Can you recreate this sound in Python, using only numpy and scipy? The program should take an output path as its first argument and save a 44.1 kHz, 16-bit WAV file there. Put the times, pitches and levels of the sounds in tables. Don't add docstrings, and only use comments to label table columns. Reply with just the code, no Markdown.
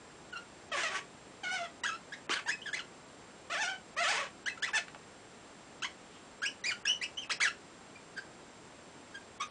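import sys
import numpy as np
from scipy import signal
from scipy.fft import rfft, irfft
from scipy.io import wavfile
from scipy.ndimage import uniform_filter1d, minimum_filter1d

SR = 44100
rng = np.random.default_rng(int(sys.argv[2]) if len(sys.argv) > 2 else 0)


def volts_from_db(level):
    exponent = np.asarray(level, float) / 20
    return 10 ** exponent


def master_out(mix):
    frames = np.transpose(np.atleast_2d(mix))
    ceiling = np.clip(frames, -1, 1)
    pcm = np.round(ceiling * 32767).astype(np.int16)
    wavfile.write(sys.argv[1], SR, pcm)


N = 419252

# pitch_hz, level_db
RADIATION = [(300, -12.5), (600, -11), (1100, -3.5), (1800, 4.5), (3000, -0.5), (4200, -3.5), (6000, 0),
             (8000, -5), (10500, -14)]
# pitch_hz, width_hz, level_db
BALLOON = [(1130, 19, 9.5), (1500, 21, -53), (1755, 20, -3.5), (1868, 12, 6), (2630, 27, -23),
           (2541, 33, 13), (3120, 330, -0.5), (3940, 34, -30.5)]
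# start_s, peak_db, centre_hz
TOUCHES = [
    (2.294, -20.5, 1640),
    (4.882, -34, 1640),
    (4.947, -33, 1060),
    (4.96, -38.5, 479),
    (9.344, -54, 340),
    (9.387, -59, 3350),
    (9.502, -26.5, 505),
]
# start_s, peak_db, centre_hz
THUMP = (2.296, -27.5, 315)
# pitch_hz, level_db (per Hz)
HISS = [(15, -45.5), (25, -18.5), (70, -9.5), (220, -2.5), (400, -3.5), (790, -7), (1470, -10.5),
        (1930, -13), (4000, -18.5), (6700, -21.5), (8300, -24.5), (9800, -22.5), (12700, -42)]
# pitch_hz, level_db
WHINE = [(7410, -88), (7500, -86), (7530, -81), (7560, -73), (7590, -72), (7620, -83), (7650, -88)]
# time_s, level_db
SLIDE = [
    (6.07, -78),
    (6.12, -64),
    (6.17, -61),
    (6.22, -72),
]

# start_s, length_s, level_db, first_slip_hz, last_slip_hz
FLICKS = [
    (2.615, 0.027, -46.5, 2800, 3240),
    (6.448, .055, -32, 2008, 3073),
    (6.863, 0.11, -29.5, 2345, 2978),
    (7.17, 0.051, -38.5, 2880, 3144),
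]
PUSHES = [(1.834, .01, -31.5, 940, 947), (1.844, .026, -31.5, 1300, 1816), (2.12, 0.023, -39.5, 1553, 2014),
          (2.458, 0.026, -38.5, 816, 934), (2.48, 0.032, -30.5, 1502, 1953),
          (2.729, 0.025, -33, 1517, 2363), (4.458, .032, -31.5, 1407, 2033),
          (4.622, .03, -31.5, 1402, 2098), (4.731, 0.014, -31, 760, 900), (5.82, 0.021, -35, 1247, 1720),
          (6.418, .028, -32.5, 1384, 1714), (6.638, 0.033, -33, 1865, 2490),
          (6.851, 0.01, -32.5, 1494, 1750), (7.012, .036, -34, 1840, 3070), (7.295, .034, -30.5, 996, 3003),
          (7.401, 0.023, -28, 1252, 2360)]
RUNOUTS = [
    (1.87, .036, -35, 1807, 1233),
    (1.906, .068, -43, 1192, 1470),
    (2.139, 0.013, -44, 1990, 1750),
    (2.512, 0.028, -34.5, 2508, 2575),
    (2.79, .018, -38.5, 1630, 1310),
    (4.494, .02, -43, 2640, 2560),
    (2.657, .044, -39.5, 1850, 1440),
    (5.843, .018, -33, 1005, 1164),
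    (6.714, 0.018, -34, 1475, 1443),
    (7.423, .064, -28, 2400, 1299),
]
DABS = [
    (.325, 0.031, -41, 1440, 1446),
    (.352, 0.05, -38, 1372, 1394),
    (7.952, 0.026, -49, 2450, 2370),
    (9.142, .038, -40.5, 1596, 1615),
]
BRAKES = [
    (2.386, .02, -39.5, 1443, 527),
    (4.674, .03, -40, 1488, 493),
    (4.743, 0.049, -29.5, 905, 546),
    (6.666, .049, -33, 2522, 1473),
    (7.216, 0.037, -47, 3100, 1373),
]
SKIDS = [
    (2.293, 0.044, -29.5, 1120, 1700),
    (2.333, 0.013, -28, 1700, 2500),
    (2.757, 0.031, -38.5, 3000, 1630),
    (4.652, 0.023, -40, 2200, 2600),
    (2.346, .04, -35, 1730, 1500),
]
HOLLOW_DABS = [
    (4.572, 0.018, -43.5, 1350, 1430),
    (8.163, 0.051, -38, 1645, 1563),
    (9.398, 0.032, -35.5, 1130, 1090),
    (9.409, 0.04, -34, 1310, 1207),
]
# glide_eagerness_per_s, attack_share, attack_db, hold_share, release_db
MOTION = dict(flick=(75.3, 0.15, 9., 0.28, 22.5), push=(7.76, 0.69, 4.1, 0.87, 4.),
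          runout=(8., 0.017, 1, 0.46, 5.2), brake=(-85.5, .05, 0, 0.57, 6),
          skid=(5.9, 0.37, 9.7, 0.77, 3.2), dab=(30., .3, 9.2, 0.49, 24), hollow=(40., 0.31, 12, .4, 17))
# roughness_0_to_1, overtone_fall_db_per_octave, even_overtone_lift_db
GRIP = dict(flick=(0.16, 7.6, 4.4), push=(.25, 4.2, .1), runout=(0.29, 4.4, .1), brake=(0.22, 3.7, .1),
        skid=(0.67, 5.7, .1), dab=(.12, 7.2, 1.3), hollow=(0.34, 3.3, -9))

# time_s, slip_hz, level_db
DRAG_A = [(.716, 641.3, -36), (.76, 548.3, -34.5), (.768, 350, -32.5), (.826, 334.4, -33),
          (.834, 662.4, -31.5), (.89, 617.7, -37), (.898, 384.6, -39), (.965, 385, -33),
          (.997, 318.8, -38.5)]
DRAG_B = [(1.432, 806, -44), (1.442, 724, -39.5), (1.496, 726, -38.5), (1.551, 763, -36), (1.586, 697, -41),
          (1.642, 680, -42), (1.674, 623, -48.5)]
DRAG_C = [(3.498, 560, -40), (3.528, 709, -35.5), (3.557, 573, -35.5), (3.598, 874, -37),
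          (3.622, 897, -33.5), (3.634, 730, -35), (3.662, 722, -34.5), (3.702, 778, -39.5),
          (3.765, 737, -46)]
DRAG_D = [(3.964, 539.6, -43), (3.982, 629, -33), (4.014, 699.7, -33), (4.054, 569, -32.5),
          (4.108, 861, -31), (4.135, 441, -31), (4.169, 478.4, -31.5), (4.195, 618.6, -34),
          (4.275, 477.3, -41)]
# roughness_0_to_1, roughness_gain_per_s, overtone_fall_db_per_octave,
# even_overtone_lift_db
DRAG_GRIP = [
    (0.25, 0.56, 5, -1),
    (.12, .6, 5.5, 0.8),
    (.15, .1, 5.5, 2.),
    (0.12, 1.93, 5.5, 2),
]


def squeaks(jitter, flutter_db, patchy_db, scrape_db, edge_s):
    out = np.zeros(N)
    unsteady, grip, patches = wobble(312.0), wobble(47.4), wobble(49.0)
    scrape = coloured(RADIATION)
    scrape_low = signal.sosfilt(signal.butter(2, 3000., fs=SR, output="sos"), scrape)
    scrape_high = scrape - scrape_low
    top_hz = 11000
    for (s, *columns), soft_db, even_db in strokes():
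        at = np.arange(int(s[0] * SR), int(s[-1] * SR))
        hz, level_db, rough = [np.interp(at / SR, s, column) for column in columns]

        leap = np.abs(np.gradient(np.log(hz))) * SR
        rough = np.clip(rough + .1 + .015 * np.maximum(leap - 22, 0), 0, .97)

        dull_db = soft_db + 0.42 * (level_db.max() - level_db)
        dull_db = dull_db + 1.9 * np.exp((at[0] - at) / (0.0036 * SR))

        slip_hz = hz * (1 + jitter * rough * unsteady[at] + 0.00648 * grip[at])
        phase = 2 * np.pi * np.cumsum(slip_hz) / SR

        k = np.arange(1, top_hz // hz.min() + 1)[:, None]
        own_db = patchy_db * patches[(at + 9973 * k.astype(int)) % N]
        gains_db = at_hz(RADIATION, k * hz) - dull_db * np.log2(k) + even_db * (k % 2 == 0) + own_db
        gains = volts_from_db(gains_db) * (k * hz < top_hz)
        tone = np.sum(gains * np.sin(k * phase + 0.65 * k ** 2), axis=0)
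        tone = tone / np.sqrt(np.sum(gains ** 2, axis=0) / 2)

        grit = scrape_low[at] + volts_from_db(3.0 - 1.6 * dull_db) * scrape_high[at]
        burst = volts_from_db(scrape_db) * grit * (1 + np.cos(phase))

        edges = np.clip(np.minimum(at - at[0], at[-1] - at) / (edge_s * SR), 0, 1)
        force = volts_from_db(level_db + flutter_db * grip[at]) * edges
        out[at] += force * (np.sqrt(1 - rough ** 2) * tone + rough * burst)
    return signal.sosfilt(signal.butter(3, 420., "high", fs=SR, output="sos"), out)


def strokes():
    kinds = dict(flick=FLICKS, push=PUSHES, runout=RUNOUTS, brake=BRAKES, skid=SKIDS,
                 dab=DABS, hollow=HOLLOW_DABS)
    firm_db, softer_per_db = -29.5, .3
    for kind, table in kinds.items():
        rough, soft_db, even_db = GRIP[kind]
        for row in table:
            s, hz, level_db = glide(row, MOTION[kind])
            if kind in ("push", "runout"):
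                hz, level_db = lingering(hz, level_db)
            softness_db = soft_db + softer_per_db * (firm_db - row[2])
            yield (s, hz, level_db, rough + 0 * s), softness_db, even_db

    clean_hz, rough_per_octave = 652, 0.498
    for table, (rough, tiring, soft_db, even_db) in zip((DRAG_A, DRAG_B, DRAG_C, DRAG_D), DRAG_GRIP):
        s, hz, level_db = np.transpose(table)
        stutter = rough_per_octave * np.maximum(np.log2(clean_hz / hz), 0) + tiring * (s - s[0])
        yield (s, hz, level_db, rough + stutter), soft_db, even_db


def glide(row, motion):
    s, length, db, first_hz, last_hz = row
    eager, attack, attack_db, hold, release_db = motion
    part = np.linspace(0, 1, num=41)
    way = np.expm1(-eager * length * part) / np.expm1(-eager * length)
    rise_db = attack_db * np.clip(1 - part / attack, 0, 1)
    fall_db = release_db * np.clip((part - hold) / (1 - hold), 0, 1)
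    return s + length * part, first_hz * (last_hz / first_hz) ** way, db - rise_db - fall_db


def lingering(hz, level_db):
    lock_hz, step_hz, pull, swell_db = 2009, 350., 0.72, 1.5
    turn = 2 * np.pi * (hz - lock_hz) / step_hz
    drawn_hz = hz - pull * step_hz / (2 * np.pi) * np.sin(turn)
    return drawn_hz, level_db + swell_db * np.cos(turn)


def touches():
    out = np.zeros(N)
    grit = rng.standard_normal((len(TOUCHES) + 1, 600))
    for (s, peak_db, hz), noise in zip([*TOUCHES, THUMP], grit):
        contact = noise * np.exp(-np.arange(len(noise)) / (0.0016 * SR))
        knock = resonance(resonance(contact, hz, 0.94 * hz), hz, 0.94 * hz)
        knock = volts_from_db(peak_db - 2.5) * knock / np.abs(knock).max()
        at = int(s * SR)
        out[at:at + len(knock)] += knock[:N - at]
    return out


def slide():
    s, level_db = np.transpose(SLIDE)
    fibres = rng.standard_normal(N)
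    whisper = rms_one(resonance(resonance(fibres, 2700., 1800.), 2700., 1800.))
    return volts_from_db(np.interp(np.arange(N) / SR, s, level_db, left=-120, right=-120)) * whisper


def balloon(x, ring_db):
    modes = np.zeros(N)
    for k, (hz, width_hz, db) in enumerate(BALLOON):
        modes += (-1) ** k * volts_from_db(db) * resonance(x, hz, width_hz)
    return x + volts_from_db(ring_db) * modes


def room(x):
    t = np.arange(int(.4 * SR)) / SR
    fade_60db_s = 0.18
    echoes = rng.standard_normal(len(t)) * volts_from_db(-60 * t / fade_60db_s) * (t > .004)
    echoes = signal.lfilter(*signal.butter(1, 10500, fs=SR), echoes)
    echoes = echoes / np.sqrt(np.sum(echoes ** 2))
    return volts_from_db(-7.5) * signal.fftconvolve(x, echoes)[:N]


def background():
    t = np.arange(N) / SR
    whine = np.zeros(N)
    for hz, db in WHINE:
        whine += volts_from_db(db) * np.sqrt(2) * np.sin(2 * np.pi * (hz * t + rng.random()))
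    return volts_from_db(-54) * coloured(HISS) + whine


def rms_one(x):
    return x / np.sqrt(np.mean(x ** 2) + 1e-20)


def at_hz(points, hz):
    points_hz, points_db = np.transpose(points)
    return np.interp(np.log(hz + 1), np.log(points_hz), points_db)


def coloured(points):
    white = rfft(rng.standard_normal(N))
    hz = np.arange(len(white)) * SR / N
    return rms_one(irfft(white * volts_from_db(at_hz(points, hz)), N))


def wobble(rate_hz):
    r = np.exp(-2 * np.pi * rate_hz / SR)
    return rms_one(signal.lfilter([1], [1, -2 * r, r * r], rng.standard_normal(N)))


def resonance(x, hz, width_hz):
    r = np.exp(-np.pi * width_hz / SR)
    feedback = [1, -2 * r * np.cos(2 * np.pi * hz / SR), r * r]
    return signal.lfilter([(1 - r * r) / 2, 0, (r * r - 1) / 2], feedback, x)


def dropouts(x, ahead_s, leap_db, spread_db):
    span, out = int(ahead_s * SR), x.copy()
    level_db = 10 * np.log10(uniform_filter1d(x ** 2, size=256) + 1e-12)
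    coming_db = -minimum_filter1d(-level_db, size=span, origin=-(span // 2))
    edges_hz, chance = np.geomspace(1900, 10300, 10), wobble(6.)
    for k, (low, high) in enumerate(zip(edges_hz, edges_hz[1:])):
        band = signal.sosfiltfilt(signal.butter(3, [low, high], "band", fs=SR, output="sos"), x)
        needed_db = leap_db - 1.2 * k + spread_db * np.roll(chance, 30011 * k)
        muted = (coming_db - level_db > needed_db) * 1.
        out -= band * uniform_filter1d(muted, size=128)
    return out


def scene():
    rubbing = squeaks(jitter=.075, flutter_db=.8, patchy_db=3.5, scrape_db=-4.5, edge_s=0.0026)
    near = balloon(rubbing + touches(), ring_db=-5.5)
    return (near + room(near) + background() + slide())[None]


def low_pass(x):
    return signal.sosfilt(signal.butter(12, 10050, fs=SR, output="sos"), x)


def record(dry):
    cut = signal.sosfilt(signal.cheby2(16, 60, 10430, fs=SR, output="sos"), dry[0])
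    mix = dropouts(cut, ahead_s=.024, leap_db=26, spread_db=4)[None]
    return low_pass(mix)


dry = scene()
out = record(dry)
master_out(out)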